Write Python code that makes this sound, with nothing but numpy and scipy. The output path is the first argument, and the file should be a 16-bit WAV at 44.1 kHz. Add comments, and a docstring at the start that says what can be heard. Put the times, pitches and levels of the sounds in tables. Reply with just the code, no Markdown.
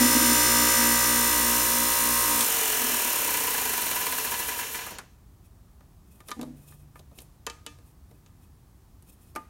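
"""A harsh, whirring rasp close by: a key cutting machine, its rough wheel scraping the same way on every
turn over the whine and hum of the motor. The listener draws back, the switch snaps off and the wheel
coasts to rest, swishing once a turn and knocking on the key. A hand then clicks the clamp open, shifts
the steel carriage against its stops and takes hold of the crank, over a small workshop's low rumble."""
import sys
import numpy as np
from scipy import signal
from scipy.fft import rfft, irfft, next_fast_len
from scipy.io import wavfile

SR = 44100
rng = np.random.default_rng(int(sys.argv[2]) if len(sys.argv) > 2 else 0)


def inscribe(sig):
    """Save sig as 16-bit PCM at rate SR to the path in sys.argv[1].

    A 1-D sig is mono; a 2-D sig holds one channel per row.
    Samples are clipped to [-1, 1] before scaling.
    """
    pcm = np.round(np.clip(np.atleast_2d(sig).T, -1, 1) * 32767)
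    wavfile.write(sys.argv[1], SR, pcm.astype(np.int16))


N = 418509
TIME = np.arange(N) / SR
FREQS = np.maximum(np.arange(N // 2 + 1) * SR / N, 1)
SWITCH_OFF_S, HIGH_SPOT_S = 2.43, 4.487  # turns are counted from this pass of the wheel's high spot

# shaft speed, steady under power, then braked by friction: time_s, turns_per_s
SHAFT_SPEED = [(0, 59.17), (2.41, 59.17), (2.52, 47), (3.52, 28.17), (4.457, 10.95), (4.99, 0)]
# waviness of the rim: waves_per_turn, width_waves, boost_db
RIM_WAVES = [(6.5, 1.6, 6), (10.2, 1.6, 9.5), (16, 2, 7), (22, 2, 4), (26, 1.2, 4), (30, 1.8, 6),
             (43, 2.6, 7), (67, 6, 3.5), (77, 5, 3.5)]
# nicks in the rim: after_high_spot_turns, relative_jolt_db
RIM_NICKS = [(-.01, 3.5), (0.27, 1.5)]
# tone curves of the wheel's rasp and the rim's hiss: frequency_hz, gain_db
RASP_COLOUR = [(30, -32.5), (50, -27), (170, -13.5), (260, -4.5), (520, -2), (720, 2.5), (1150, 0),
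               (2200, -1), (3600, -1.5), (4700, -7), (5600, 1), (7000, -3), (8000, -14), (10000, -26)]
HISS_COLOUR = [(5000, -15.5), (7600, -7), (8600, -3), (9900, -2.5), (10450, -5.5), (11000, -3.5),
               (11900, -1.5), (12500, -1.5), (13300, -2), (15700, -5), (17000, -23.5)]
# resonances of the frame and of the wheel: pitch_hz, width_hz, gain_db
FRAME_RESONANCES = [(248, 80, 6.5), (449.6, 55, 9.5), (680, 80, -6), (870, 22, -9), (951, 50, 12.5),
                    (1037, 55, 5), (1500, 56, 5.5), (1710, 80, 8), (1985, 63, 7.5), (2403, 60, 8.5),
                    (2650, 89, 5), (2717, 91, 5), (2990, 170, 7), (3993, 48, 8.5), (4330, 100, 10),
                    (5100, 70, 1.5), (6240, 55, 5.5), (6980, 220, 8.5)]
WHEEL_RESONANCES = [(1225, 52, 5), (1578, 130, -2), (1800, 180, -6), (1990, 130, -5.5), (2260, 91, -5),
                    (2490, 100, -15), (2880, 90, 0.5), (3450, 180, -12), (4092, 100, -5.5), (4430, 150, -8),
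                    (5216, 54, 4.5), (5610, 27, 6.5), (6020, 120, 4.5), (6590, 350, -3.5), (7180, 170, 3),
                    (8140, 250, -15.5), (9060, 170, 5.5), (11550, 300, -11.5)]
# whine of the driven shaft: harmonic, relative_near_db, relative_far_db
SHAFT_WHINE = [(1, -38, -46), (4, -32.5, -40.5), (5, -38, -44), (6, -44, -48), (7, -45, -48), (8, -46, -49),
               (9, -38, -45), (11, -46, -49), (16, -38, -38), (18, -44, -35), (20, -34, -43),
               (21, -44, -47), (22, -50, -44), (26, -35, -43), (27, -38, -43), (29, -42, -44),
               (30, -41, -45), (33, -30, -40), (34, -42, -48), (35, -40, -50), (38, -43, -49),
               (41, -45, -44), (43, -40, -49), (47, -47, -44), (48, -36, -40), (58, -44, -48),
               (60, -44, -52), (61, -42, -58), (68, -48, -44), (69, -42, -43), (76, -43, -51),
               (88, -36, -44), (90, -38, -50), (92, -41, -54), (94, -40, -52), (98, -36, -42),
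               (100, -43, -45), (103, -38, -42), (111, -44, -44), (118, -42, -43), (120, -37, -50),
               (122, -37, -49), (123, -41, -48), (138, -42, -50), (150, -42, -50), (152, -35, -37),
               (153, -40, -39), (154, -40, -42), (155, -40, -38), (196, -41, -46)]
# mains hum in the motor: harmonic, relative_db
MAINS_HUM = [(2, -11), (4, -5), (5, -8), (6, -15), (7, -19), (10, -16)]
# the coasting wheel strikes the key: start_s, level_db
RIM_KNOCKS = [(3.291, -33), (3.344, -33), (3.377, -34.5), (3.441, -34), (3.476, -35), (3.546, -32.5),
              (3.584, -35), (3.659, -37), (3.737, -35), (3.780, -37), (3.868, -38), (3.914, -34.5),
              (3.962, -35), (4.012, -36), (4.067, -31), (4.123, -34), (4.183, -33.5), (4.246, -37),
              (4.272, -39), (4.319, -37), (4.339, -35), (4.396, -38), (4.425, -41), (4.486, -34),
              (4.519, -41), (4.590, -35), (4.612, -39), (4.632, -39.5), (4.746, -35.5), (4.790, -38)]

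# ring of each struck metal part: pitch_hz, relative_db, t60_s
KEY_MODES = [(958, 2.5, 0.15), (1009, 2, 0.21), (1460, -2, .06), (1630, 0, 0.076), (1720, 3, 0.094),
             (1997, -1, 0.1), (2360, 0, 0.077), (2698, -4, 0.07), (2840, -10, 0.065), (3080, -11, .04),
             (4300, -4, .05)]
CLAMP_MODES = [(725, -17, 0.13), (998, -1, 0.13), (1210, 11.5, 0.083), (1510, -19, 0.15),
               (1760, -1.5, 0.11), (2450, -14.5, 0.17), (3100, -1, 0.068), (3500, 0.5, 0.07),
               (3700, -3, 0.11), (3930, 1.5, 0.06), (4270, -1, 0.05), (6460, -16.5, 0.09),
               (7337, -13.5, 0.045)]
CARRIAGE_MODES = [(295, -2, 0.33), (468, 5.5, 0.14), (613, -7, 0.2), (910, -3.5, 0.2), (1214, 4.5, 0.26),
                  (1240, -9, 0.51), (1390, -15, 0.28), (1690, -9, 0.35), (1800, -5, 0.2), (2360, -14, 0.26),
                  (2611, -1, 0.15), (2930, 0, 0.082), (3130, -3, 0.09), (3470, -12, .18), (3850, -4, 0.07),
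                  (4500, -12, 0.16), (6160, -10, 0.18), (6640, -12, .16), (7060, -3, 0.091)]
CRANK_MODES = [(290, -2, 0.14), (540, -19, .08), (882, -6, 0.18), (1206, 6, 0.17), (1230, -12, 0.38),
               (1730, -19, .14), (2070, -15, .05), (2490, -16, 0.25), (2920, -10, 0.16)]
HOUSING_MODES = [(154, -22.5, 0.35), (244.1, 4.5, 0.28), (269, -3.5, 0.32), (312.3, -1.5, 0.27),
                 (491, -5.5, 0.11), (790, -7.5, 0.069)]
SPRING_MODES = [(146, 0, 3.6)]
# hard contacts, metal on metal: start_s, thud_db, ring_db, clack_db, tick_db
MACHINE_SNAPS = [(2.407, -53, -47, -28.5, -28), (4.865, -48, -42, -59, -43.5), (4.908, -48, -50, -54, -47)]  # the switch, then two snaps just before standstill
STOP_CLICK = [(4.9845, -51.5, -41.5, -44, -47)]  # the wheel seats as it stops
CLAMP_CLICKS = [(5.807, -62, -62, -73.5, -78), (6.204, -57, -54, -62, -64), (6.285, -53, -51, -49.5, -52),
                (6.293, -51, -48, -53, -57), (6.306, -57, -52, -54, -50), (6.315, -48, -35, -41, -52),
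                (6.393, -44, -53, -62, -70), (6.413, -48, -52, -48.5, -50), (6.429, -41, -50, -53, -57),
                (6.722, -70, -58.5, -68, -74), (6.957, -59, -51.5, -69, -76),
                (6.993, -56.5, -70, -59.5, -69), (7.113, -58, -76, -77, -80), (7.187, -58, -72, -50, -65),
                (7.203, -64, -66, -63, -58), (7.219, -61, -72, -70, -56)]
CARRIAGE_KNOCKS = [(7.466, -43, -46.5, -37.5, -46), (7.471, -44, -37, -45, -53),
                   (7.499, -53, -49, -43, -59), (7.664, -50, -47.5, -41.5, -50),
                   (7.787, -63, -66, -69, -74), (8.112, -57.5, -71, -72, -74),
                   (8.262, -76, -68, -63.5, -81)]
CRANK_CLUNKS = [(9.024, -72.5, -79, -73, -63), (9.352, -50, -53, -56, -60),
                (9.360, -40, -33.5, -49.5, -47.5)]
# dull low booms in the housing, including a swelling shudder as the wheel slows: start_s, level_db
HOUSING_BOOMS = [(.004, -21.5), (0.037, -27), (0.148, -23.5), (0.21, -31.5), (0.29, -33), (0.775, -36.5),
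                 (2.789, -44), (2.83, -39), (2.915, -40), (3.04, -43.5), (6.366, -44), (6.388, -35.5),
                 (6.472, -45), (9.362, -54)]

# fingers and carriage sliding over metal: middle_s, length_s, level_db
SLIDE_STROKES = [(5.465, 0.043, -62), (6.166, 0.15, -64), (6.285, 0.037, -55), (6.617, 0.1, -59.5),
                 (6.715, 0.09, -54), (6.807, 0.075, -64), (6.977, .06, -63), (7.2, 0.1, -57.5),
                 (7.892, .09, -66), (8.15, 0.13, -72), (8.427, 0.062, -66), (9.103, 0.07, -58),
                 (9.25, 0.12, -61.5)]
# squeaks of metal on metal: pitch_hz, width_hz, boost_db
SQUEAKS = [(2533, 120, 19), (5330, 160, 12), (9400, 320, 9)]
# tone curves of the sliding and of the workshop's rumble: frequency_hz, gain_db
SLIDE_COLOUR = [(300, 7), (1200, -6), (1900, -15), (3300, -2), (5000, -10), (7000, -1.5), (9500, 1),
                (10600, -1), (12000, 4), (15500, -3)]
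ROOM_COLOUR = [(15, -57), (25, -14.5), (43, -2.5), (66, 0.5), (253, -16), (274, -17), (359, -20.5),
               (509, -29), (741, -27), (1240, -29.5), (1380, -34), (1900, -36), (2120, -38.5), (2920, -40),
               (15500, -40)]


def wheel(turns, speed):
    """Rim friction rasps through the frame, hisses and makes the wheel sing; all fade with speed."""
    pace = np.maximum(speed / speed[0], 3e-4)
    slowness, far = 1 - pace, drawn_back()
    let_go_s, creep_turns_per_s, standstill_t60_s = 0.052, 1.2, 0.58
    # after switch-off the rasp comes forward, then fades with speed while the singing dies away
    slack = 1 - np.exp(-since(SWITCH_OFF_S) / let_go_s)
    moving = 1 - np.exp(-speed / creep_turns_per_s)
    rasp_gain = from_db(-31.5 - 2.5 * far + 4 * slack) * pace ** 0.34
    hiss_gain = from_db(-24.5 - 1.2 * far) * pace ** 0.49 * moving
    singing_gain = from_db(-26 - 5 * far + 1.5 * slack) * pace ** 2

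    frame = colour(RASP_COLOUR) * peaks(FRAME_RESONANCES, FREQS)
    ring_power = sum(from_db(db) ** 2 * bell(FREQS, hz, width) for hz, width, db in WHEEL_RESONANCES)
    ringing = np.sqrt(ring_power / (1 + (1200 / FREQS) ** 8))  # low cut at 1200 Hz
    scrape = rim_friction(turns, speed, grit_db=0.5) * nick_jolts(turns, slowness, decay_turns=0.25)
    rasp = rasp_gain * shaped(scrape, frame)
    hiss = hiss_gain * shaped(rim_friction(turns, speed, grit_db=0), colour(HISS_COLOUR))
    singing = singing_gain * shaped(rim_friction(turns, speed, grit_db=-2), ringing)
    swishing = (hiss + singing) * swish(turns, depth_db=4 + slowness, sharpness=4.6)
    stop_s = SHAFT_SPEED[-1][0]
    return (rasp + swishing) * decay(since(stop_s), standstill_t60_s)


def rim_friction(turns, speed, grit_db, rim_points=4096):
    """The rim's roughness comes round on every turn; fresh grit adds noise that never repeats."""
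    phases = np.exp(2j * np.pi * rng.random(rim_points // 2))
    waves = peaks(RIM_WAVES, np.arange(rim_points // 2) + 1) * phases
    roughness = rms_one(irfft(np.r_[0, waves]))
    # trace the rim at twice the sample rate to keep the treble clean
    place = np.interp(np.arange(2 * N) / 2, np.arange(N), turns) % 1 * rim_points
    height = np.interp(place, np.arange(rim_points + 1), np.r_[0, np.cumsum(roughness)])
    slope = signal.resample_poly(np.diff(height, prepend=height[0]), 1, 2) * 2
    repeating = slope / np.sqrt(np.maximum(speed * rim_points / SR, 1))
    grit_gain = from_db(grit_db)
    return (repeating + grit_gain * rng.standard_normal(N)) / np.sqrt(1 + grit_gain ** 2)


def nick_jolts(turns, slowness, decay_turns):
    """Gain that jumps as each nick jolts the frame; slow jolts stand out more."""
    jolt_db = sum(db * np.exp(-((turns - place) % 1) / decay_turns) for place, db in RIM_NICKS)
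    return from_db((0.8 + slowness) * (jolt_db - np.mean(jolt_db[:2 * SR])))


def swish(turns, depth_db, sharpness):
    """Gain that swells once a turn as the wheel's high spot presses harder."""
    press = ((1 + np.cos(2 * np.pi * turns)) / 2 + 1e-9) ** sharpness
    return from_db(depth_db * (press - np.mean(press[:2 * SR])))


def motor(turns):
    """The whining shaft slips behind the mains hum, so the two beat; both die after switch-off."""
    mains_hz, in_step_s = 60, 2.08
    far, since_off = drawn_back(), since(SWITCH_OFF_S)
    phase = rng.random(SHAFT_WHINE[-1][0] + 1)
    shaft_turns = turns - np.interp(in_step_s, TIME, turns)
    mains_cycles = mains_hz * (TIME - in_step_s)
    whine = np.zeros(N)
    for k, near_db, far_db in SHAFT_WHINE:
        gain = np.interp(far, [0, 1], from_db([near_db, far_db])) * wavering(per_s=5, depth_db=2)
        whine += gain * np.sin(2 * np.pi * (k * shaft_turns + phase[k]))
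    hum = sum(from_db(db) * np.sin(2 * np.pi * (k * mains_cycles + phase[k])) for k, db in MAINS_HUM)
    whine_gain = decay(since_off, t60_s=0.09, start_db=-1)
    hum_gain = from_db(-34.5 - 7.5 * far) * decay(since_off, t60_s=0.28)
    return whine_gain * whine + hum_gain * rms_one(hum)


def key_knocks():
    """Each knock of the coasting wheel is a short crack that sets the key and its holder ringing."""
    out, t = np.zeros(N), np.arange(SR // 4) / SR
    crack_band = signal.butter(2, [900, 3200], "band", fs=SR, output="sos")
    for start_s, db in RIM_KNOCKS:
        burst = decay(t, t60_s=0.07, start_db=14.5) * rng.standard_normal(len(t))
        add_hit(out, start_s, db, modes(KEY_MODES, t) + signal.sosfilt(crack_band, burst))
    return out


def metal_clicks(contacts, part, crack_db, crack_t60_s, room_db, room_t60_s):
    """Each contact cracks, rings and dies in the room, with its own thud, ring, clack and tick levels."""
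    out, t = np.zeros(N), np.arange(SR // 2) / SR
    edges_hz = [180, 750, 2200, 7800, 13000]  # thud, ring, clack and tick lie between these
    bands = [signal.butter(3, band, "band", fs=SR, output="sos") for band in zip(edges_hz, edges_hz[1:])]
    for start_s, *levels_db in contacts:
        ring = modes(part, t)
        for band, low_hz, db in zip(bands, edges_hz, levels_db):
            haste = (low_hz / 1000) ** 0.5  # the t60s hold for 1 kHz; the treble dies first
            crack = decay(t, crack_t60_s / haste, crack_db)
            room_tail = decay(t, room_t60_s / haste ** 0.5, room_db)
            noise = (crack + room_tail) * rng.standard_normal(len(t))
            add_hit(out, start_s, db, signal.sosfilt(band, ring + noise))
    return out


def housing_booms():
    """The sheet-metal housing resonates in low, swelling booms; the released clamp spring hums on."""
    out, t = np.zeros(N), np.arange(2 * SR) / SR
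    swell = 1 - np.exp(-t / 0.01)
    for start_s, db in HOUSING_BOOMS:
        add_hit(out, start_s, db, modes(HOUSING_MODES, t) * swell)
    add_hit(out, start_s=6.39, level_db=-54, sound=modes(SPRING_MODES, t) * swell)
    return out


def sliding():
    """Each stroke swells and fades, catching and slipping as it goes, with a faint metal squeak."""
    catches_per_s, catch_db = 70, 4
    pressure = sum(from_db(db) * np.exp(-(2 * (TIME - middle_s) / length_s) ** 2)
                   for middle_s, length_s, db in SLIDE_STROKES)
    friction = shaped(rng.standard_normal(N), colour(SLIDE_COLOUR) * peaks(SQUEAKS, FREQS))
    catches = np.interp(TIME * catches_per_s, np.arange(N), rng.standard_normal(N))
    return pressure * from_db(catch_db * catches) * friction


def workshop_rumble():
    """Room tone: a steady bed of bass-heavy noise."""
    return from_db(-53.5) * shaped(rng.standard_normal(N), colour(ROOM_COLOUR))


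def drawn_back(start_s=0.59, end_s=1.86):
    """The listener's even retreat: 0 close to the wheel, 1 drawn back."""
    return np.interp(TIME, [start_s, end_s], [0, 1])


def wavering(per_s, depth_db):
    """Slow random drift in the gain of one tone."""
    steps = rng.standard_normal(int(TIME[-1] * per_s) + 2)
    return np.interp(TIME * per_s, np.arange(len(steps)), from_db(depth_db * steps))


def modes(part, t):
    """Free ringing of a part, its tones balanced a little differently each time."""
    return sum(decay(t, t60_s, db + rng.normal(0, 2.6)) * np.sin(2 * np.pi * hz * t) * rng.choice([-1, 1])
               for hz, db, t60_s in part)


def add_hit(out, start_s, level_db, sound):
    """Mix in a one-shot whose first 20 ms have the given rms level."""
    start = round(start_s * SR)
    attack_rms = np.sqrt(np.mean(sound[:SR // 50] ** 2))
    out[start:start + len(sound)] += (from_db(level_db) * sound / attack_rms)[:N - start]


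def shaped(x, gain):
    """Equalise a steady sound, keeping the power of white noise."""
    size = next_fast_len(N)
    gain = np.interp(np.arange(size // 2 + 1) * SR / size, FREQS, rms_one(gain))
    return irfft(rfft(x, size) * gain, size)[:N]


def colour(curve):
    """Gain at every frequency from a tone curve."""
    hz, db = np.transpose(curve)
    return from_db(np.interp(np.log(FREQS), np.log(hz), db))


def peaks(table, axis):
    """Gain of a set of bell-shaped boosts and cuts."""
    return from_db(sum(db * bell(axis, centre, width) for centre, width, db in table))


def bell(axis, centre, width):
    """Power response of one resonance."""
    return 1 / (1 + (2 * (axis - centre) / width) ** 2)


def decay(t, t60_s, start_db=0):
    """Envelope that falls 60 dB every t60_s."""
    return from_db(start_db - 60 * t / t60_s)


def since(start_s):
    """Seconds after a cue, zero before it."""
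    return np.maximum(TIME - start_s, 0)


def from_db(db):
    """Decibels to gain."""
    return 10 ** (np.asarray(db) / 20)


def rms_one(x):
    """Scale to unit rms."""
    return x / np.sqrt(np.mean(x ** 2) + 1e-20)


def scene():
    """Machine, handling and room tone, alike in both channels."""
    speed = np.interp(TIME, *np.transpose(SHAFT_SPEED))
    turns = np.cumsum(speed) / SR
    turns -= np.interp(HIGH_SPOT_S, TIME, turns)
    mix = wheel(turns, speed) + motor(turns)
    mix += metal_clicks(MACHINE_SNAPS, CLAMP_MODES,
                        crack_db=28, crack_t60_s=0.13, room_db=8, room_t60_s=0.36)
    mix += key_knocks()
    mix += metal_clicks(STOP_CLICK, CLAMP_MODES,
                        crack_db=26, crack_t60_s=0.075, room_db=7, room_t60_s=0.41)
    mix += metal_clicks(CLAMP_CLICKS, CLAMP_MODES,
                        crack_db=19, crack_t60_s=0.041, room_db=-6.5, room_t60_s=0.81)
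    mix += metal_clicks(CARRIAGE_KNOCKS, CARRIAGE_MODES,
                        crack_db=19.5, crack_t60_s=0.031, room_db=-5.5, room_t60_s=0.56)
    mix += metal_clicks(CRANK_CLUNKS, CRANK_MODES,
                        crack_db=13, crack_t60_s=0.057, room_db=-11, room_t60_s=0.67)
    mix += workshop_rumble() + housing_booms() + sliding()
    return np.tile(mix, (2, 1))


def record(dry):
    """A steep high cut takes off the very top."""
    cutoff_hz = 15850
    return signal.sosfilt(signal.ellip(12, 0.1, 80, cutoff_hz, fs=SR, output="sos"), dry)


dry = scene()
out = record(dry)
inscribe(out)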